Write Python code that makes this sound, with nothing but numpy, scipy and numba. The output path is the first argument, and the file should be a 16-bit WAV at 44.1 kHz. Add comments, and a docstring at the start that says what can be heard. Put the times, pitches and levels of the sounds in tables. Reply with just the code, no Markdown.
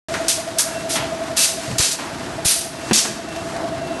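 """A factory hall where a box folder-gluer runs, heard from a phone carried along its side.
Belts and rollers rumble, rattle and squeal under a hiss of air and sliding card.
The drive whines, throbbing once per shaft turn; blows thud on the frame, metal arms clack on their stops.
On top, air valves vent in sharp hisses, and the phone's gain control ducks under each blast."""
import sys
import numpy as np
from scipy import signal
from scipy.fft import rfft, irfft
from scipy.io import wavfile
from numba import njit

SR = 44100
rng = np.random.default_rng(int(sys.argv[2]) if len(sys.argv) > 2 else 0)


def wav_record(signal):
    """Record a signal, one row per channel, as 16-bit PCM in the file named by sys.argv[1]."""
    frames = np.transpose(np.atleast_2d(signal))
    bounded = np.clip(frames, -1, 1)
    # unit amplitude maps onto the largest positive 16-bit level
    quanta = np.round(bounded * 32767).astype(np.int16)
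    wavfile.write(sys.argv[1], SR, quanta)


N = 176400

# tone of chattering metal, for clacks and rattles: f/Hz, level/dB
CHATTER_EQ = [(25, -38), (150, 2.5), (450, -0.5), (850, 3), (1400, 1), (2200, -1), (3300, -5), (6000, -8),
              (11000, -16)]


def undb(db):
    """Decibels to gain."""
    return 10 ** (np.asarray(db) / 20)


def unit(x):
    """Scale to rms 1."""
    return x / np.sqrt(np.mean(x ** 2) + 1e-20)


def clock():
    """Time of each sample in seconds."""
    return np.arange(N) / SR


def octaves():
    """Pitch of each spectrum bin in octaves above 1 Hz."""
    return np.log2(np.arange(N // 2 + 1) * SR / N + 1)


def curve(points):
    """Automation line through (time, value) points."""
    times, values = np.array(points, float).T
    return np.interp(clock(), times, values)


def colour(x, eq, tilt_db=0):
    """Equalise by (f/Hz, level/dB) points and a tilt per octave, then scale to rms 1."""
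    hz, db = np.array(eq, float).T
    octave = octaves()
    gain = undb(np.interp(octave, np.log2(hz), db) + tilt_db * octave)
    return unit(irfft(rfft(x) * gain, N))


def high_pass(x, hz):
    """Second-order low cut."""
    return signal.sosfilt(signal.butter(2, hz, "high", fs=SR, output="sos"), x)


def noise():
    """White noise."""
    return rng.standard_normal(N)


def wander(rate):
    """Smooth random modulator that changes about rate times a second; rms 1."""
    hz = np.arange(N // 2 + 1) * SR / N
    return unit(irfft(rfft(noise()) / (1 + (2 * hz / rate) ** 2) ** 2, N))


def decay(start, tau):
    """Percussive envelope: sudden onset, exponential fall."""
    age = clock() - start
    return np.clip(age * SR / 20, 0, 1) * np.exp(-np.maximum(age, 0) / tau)


def hall(x):
    """Diffuse reverb of the hall: it blooms quickly and dies sooner in the treble."""
    low_t60_s, treble_t60_s, bloom_s = 1, .56, .021
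    t, white = clock(), noise()
    low = signal.sosfilt(signal.butter(1, 2500, fs=SR, output="sos"), white)
    tail = low * undb(-60 * t / low_t60_s) + (white - low) * undb(-60 * t / treble_t60_s)
    tail = high_pass(tail, hz=190) * (1 - np.exp(-t / bloom_s))
    return signal.fftconvolve(x, tail / np.linalg.norm(tail))[:N]


def hiss():
    """Air and sliding card: a continuous hiss that rises and falls."""
    # tone of the hiss: f/Hz, level/dB
    eq = [(500, -23), (1500, -7.5), (3000, -10.5), (5000, -9.5), (8000, -12), (12000, -20.5)]
    # its swells: t/s, level/dB
    fader = [(.1, -33.5), (.25, -35), (.55, -39), (.8, -37.5), (1.05, -41), (1.2, -41), (1.56, -40),
             (1.62, -32.5), (1.72, -33.5), (2.0, -47), (2.25, -40), (2.72, -44), (2.9, -33.5), (3.25, -48),
             (3.38, -39), (3.55, -38.5), (3.7, -58), (4, -42)]
    return colour(noise(), eq) * undb(curve(fader))


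def rumble():
    """Belts and rollers: a low bed whose octaves flicker separately, less so in the treble."""
    # tone of the belts and rollers: f/Hz, level/dB
    eq = [(25, -16), (45, -5), (80, 0), (150, 4.5), (220, 2.5), (330, 7.5), (450, -2.5), (750, -0.5),
          (1100, -5), (1700, -6.5), (2300, -13.5), (4000, -15.5), (8000, -22), (12000, -29)]
    # their level as the phone moves: t/s, level/dB
    fader = [(0, -27), (.5, -33), (1.1, -29.5), (1.55, -32), (1.95, -35.5), (2.3, -27.5), (2.68, -34.5),
             (2.85, -29.5), (3.2, -33), (3.55, -28), (4, -28.5)]
    spectrum = rfft(colour(noise(), eq))
    swell_db = .5 * wander(.9)
    out = 0
    for octave in range(4, 15):
        band = irfft(spectrum * np.maximum(1 - abs(octaves() - octave), 0), N)
        flicker_db = 1.3 * wander(44) * min(1, 2 ** ((10 - octave) / 2))
        out += band * undb(swell_db + flicker_db)
    return out * undb(curve(fader))


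def rattle():
    """Small loose rattles: tiny bursts of chatter at random moments."""
    ticks_per_s, decay_s, spread_db, level_db = 24, .0087, .5, -41.5
    ticks = (rng.random(N) < ticks_per_s / SR) * undb(spread_db * np.clip(noise(), -2, 2))
    envelope = signal.lfilter([1], [1, -np.exp(-1 / (decay_s * SR))], ticks)
    return undb(level_db) * colour(envelope * noise(), CHATTER_EQ)


def squeal():
    """A thin, wavering belt squeal that surfaces now and then."""
    # belt squeals: middle t/s, half length/s, level/dB
    squeals = [(.79, .08, -39), (2.86, .12, -43), (3.33, .11, -41), (3.92, .15, -41)]
    envelope = sum(undb(db) * np.exp(-((clock() - middle) / half) ** 2) for middle, half, db in squeals)
    flutter = undb(2 * wander(40))
    pitch_hz = 2708 + 11 * wander(87)
    return envelope * flutter * np.sin(2 * np.pi * np.cumsum(pitch_hz) / SR)


def drive():
    """A rough whine that swells and chirps up with each shaft turn, then swells again more softly."""
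    # shaft speed: t/s, rate/(turns per s)
    shaft = [(0, 10.86), (1.4, 10.86), (1.6, 11.2), (4, 11.11)]
    # pitch of the whine: t/s, f/Hz
    pitch = [(1.4, 654), (2.4, 658), (3.3, 662.7)]
    # level of the whine: t/s, level/dB
    fader = [(.1, -22.5), (.21, -21.5), (.4, -25.5), (.7, -25), (.95, -22), (1.25, -22.5), (1.85, -31),
             (2.05, -36), (2.4, -28), (2.65, -31), (3.25, -30.5), (3.66, -22), (4, -23.5)]
    peak_s, width_turns, bend_rad, roughness = .206, .1, .7, .19
    turns = np.cumsum(curve(shaft)) / SR
    turns -= turns[int(peak_s * SR)]

    def swell(at_turn):
        """Bell-shaped bump at one point of every turn."""
        distance = (turns - at_turn + .5) % 1 - .5
        return np.exp(-.5 * (distance / width_turns) ** 2)

    throb = .3 + swell(at_turn=0) + .42 * swell(at_turn=.25)
    twice_per_turn = 4 * np.pi * turns
    phase = 2 * np.pi * np.cumsum(curve(pitch)) / SR + roughness * wander(150)
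    whine = throb * np.sin(phase + bend_rad * (1 - np.cos(twice_per_turn)))
    beating_tone = .17 * np.sin(phase + twice_per_turn)  # slightly above the whine
    return undb(curve(fader)) * (1 + roughness * wander(220)) * (whine + beating_tone)


def frame_thuds():
    """Dull blows on the frame: a damped low tone with a noisy body around it."""
    # blows: t/s, level/dB, f/Hz, decay time constant/s
    blows = [(.965, -25.5, 285, 0.015), (0.999, -26, 122, 0.015), (1.679, -27.5, 126, 0.057),
             (1.701, -25, 188, 0.019), (1.724, -21, 119, 0.016), (1.757, -23, 296, 0.0069),
             (1.797, -5.5, 100, 0.0033), (1.8, -15, 310, 0.0024), (2.454, -6, 89, 0.0035),
             (2.9102, -4.5, 332, 0.0059), (2.917, -5.5, 211, 0.012)]
    # tone of the body: multiple of the blow's pitch, level/dB
    body_eq = [(.2, -41), (.6, -15), (1.2, 6), (2.5, 10.5), (6, -3.5), (14, -10), (40, -42)]
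    t, out = clock(), 0
    for start, db, hz, tau in blows:
        tone = np.sqrt(2) * np.sin(2 * np.pi * hz * (t - start))
        body = colour(noise(), [(multiple * hz, eq_db) for multiple, eq_db in body_eq])
        out += undb(db) * decay(start, tau) * (tone + undb(-6.5) * body)
    return out


def arm_clacks():
    """Metal arms hit their stops, chatter and ring; each hit favours its own pitch range."""
    # hits: t/s, level/dB, chatter time constant/s, focus f/Hz
    hits = [(.139, -19.5, 0.031, 1580), (0.589, -16, 0.029, 1430), (0.956, -15, 0.036, 3200),
            (.985, -32, 0.18, 1030), (1.383, -17.5, 0.022, 2260), (1.803, -15.5, 0.016, 1560),
            (1.988, -26.5, 0.11, 1030), (2.911, -16, 0.016, 2350), (2.936, -22, 0.0029, 3000),
            (2.957, -25, 0.0042, 2600), (3.051, -18.5, 0.015, 1290)]
    # ringing modes of the arms: f/Hz, level/dB, t60/s
    modes = [(940, -6, 0.12), (1650, -2, .2), (1850, -3, .12), (2600, -1, 0.16), (2770, -1, 0.12),
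             (3290, 2, 0.11)]
    chatter_fall_db, ring_fall_db = 4, 10  # one octave from the focus
    t, out = clock(), 0
    for start, db, tau, focus_hz in hits:
        age = np.maximum(t - start, 0)
        focus_eq = [(focus_hz / 2, -chatter_fall_db), (focus_hz, 0), (focus_hz * 2, -chatter_fall_db)]
        chatter = decay(start, tau) * colour(colour(noise(), CHATTER_EQ), focus_eq)
        ring = 0
        for hz, mode_db, t60 in modes:
            struck_db = mode_db - ring_fall_db * abs(np.log2(hz / focus_hz))
            ring += undb(struck_db - 60 * age / t60) * np.sin(2 * np.pi * hz * age)
        out += undb(db) * (chatter + undb(-6.5) * ring)
    return out


def air_valves():
    """Each valve sputters open, blows through whistling ports, then loses pressure."""
    # blasts: t/s, level/dB, attack/s, hold/s, release time constant/s, tilt/(dB per octave), shelf/dB
    blasts = [(0.28, -6.5, 0.0081, 0.009, 0.035, -4, 3), (0.583, -2.5, 0.0045, 0.011, 0.026, 0, 0.5),
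              (0.888, -19.5, 0.023, 0.062, 0.011, -5, 4.5), (1.362, -5.5, 0.029, 0.059, 0.033, -4, 3),
              (1.781, -9, 0.006, 0.071, 0.036, -4, 0.5), (1.905, -18.5, 0.0088, 0.015, 0.018, -3.5, 1),
              (2.446, -5.5, 0.013, 0.059, 0.044, -4.1, 6), (2.931, -5, 0.0023, 0.058, 0.032, -3.5, -1.5)]
    # tone of the exhaust: f/Hz, level/dB
    exhaust_eq = [(30, -65), (300, -30), (900, -27.5), (1600, -19.5), (2200, -16.5), (2700, -14),
                  (3700, -8), (4600, -4.5), (5900, -2.5), (8000, -2.5), (9600, -4.5), (11500, -6.5)]
    # narrow whistles of the exhaust ports: f/Hz, width/Hz, boost/dB
    ports = [(2630, 50, 6), (6040, 110, 4), (8840, 90, 3)]
    sputter_db, sputter_s, flutter_db = 2.5, .04, .8
    t, jets = clock(), 0
    for start, db, attack, hold, release, tilt_db, shelf_db in blasts:
        opening = np.clip((t - start) / attack, 0, 1)
        pressure = opening * np.exp(-np.maximum(t - start - attack - hold, 0) / release)
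        air = colour(noise(), exhaust_eq, tilt_db)
        air = colour(air, [(8000, 0), (9000, shelf_db)])  # high shelf
        sputter = undb(sputter_db * decay(start, sputter_s) * wander(900))
        jets += undb(db) * pressure * sputter * air
    jets *= undb(flutter_db * wander(200))
    whistles = sum((undb(db) - 1) * signal.lfilter(*signal.iirpeak(hz, hz / width, fs=SR), jets)
                   for hz, width, db in ports)
    return jets + whistles


def scene():
    """The whole machine, hits and blasts sent to the hall reverb; the same in both channels."""
    clacks, thuds = arm_clacks(), frame_thuds()
    hits = clacks + thuds + hall(undb(-10) * clacks + undb(-13) * thuds)
    air = air_valves()
    blasts = air + undb(-20) * hall(air)
    bed = drive() + squeal() + rumble() + rattle() + hiss()
    mono = bed + hits + blasts
    return np.array([mono, mono])


@njit
def follow(x, rise, fall):
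    """Envelope follower with separate rise and fall."""
    out, level = np.empty(len(x)), 0.
    for i in range(len(x)):
        level += (x[i] - level) * (rise if x[i] > level else fall)
        out[i] = level
    return out


def record(dry):
    """The phone opens after a moment of silence, ducks on loud sound and cuts deep bass and top end."""
    threshold_db, ratio, attack_s, release_s, lookahead_s = -20, 1.9, .004, .022, .004
    start_s, low_cut_hz, high_cut_hz = .085, 40, 11600
    t = clock()
    envelope = follow(np.abs(dry[0]), 1 / (attack_s * SR), 1 / (release_s * SR))
    gain = np.maximum(envelope / undb(threshold_db), 1) ** (1 / ratio - 1)
    gain = np.interp(t + lookahead_s, t, gain)
    high_cut = signal.ellip(8, .3, 80, high_cut_hz, fs=SR, output="sos")
    return signal.sosfilt(high_cut, high_pass(dry, low_cut_hz) * gain * (t > start_s))


dry = scene()
out = record(dry)
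wav_record(out)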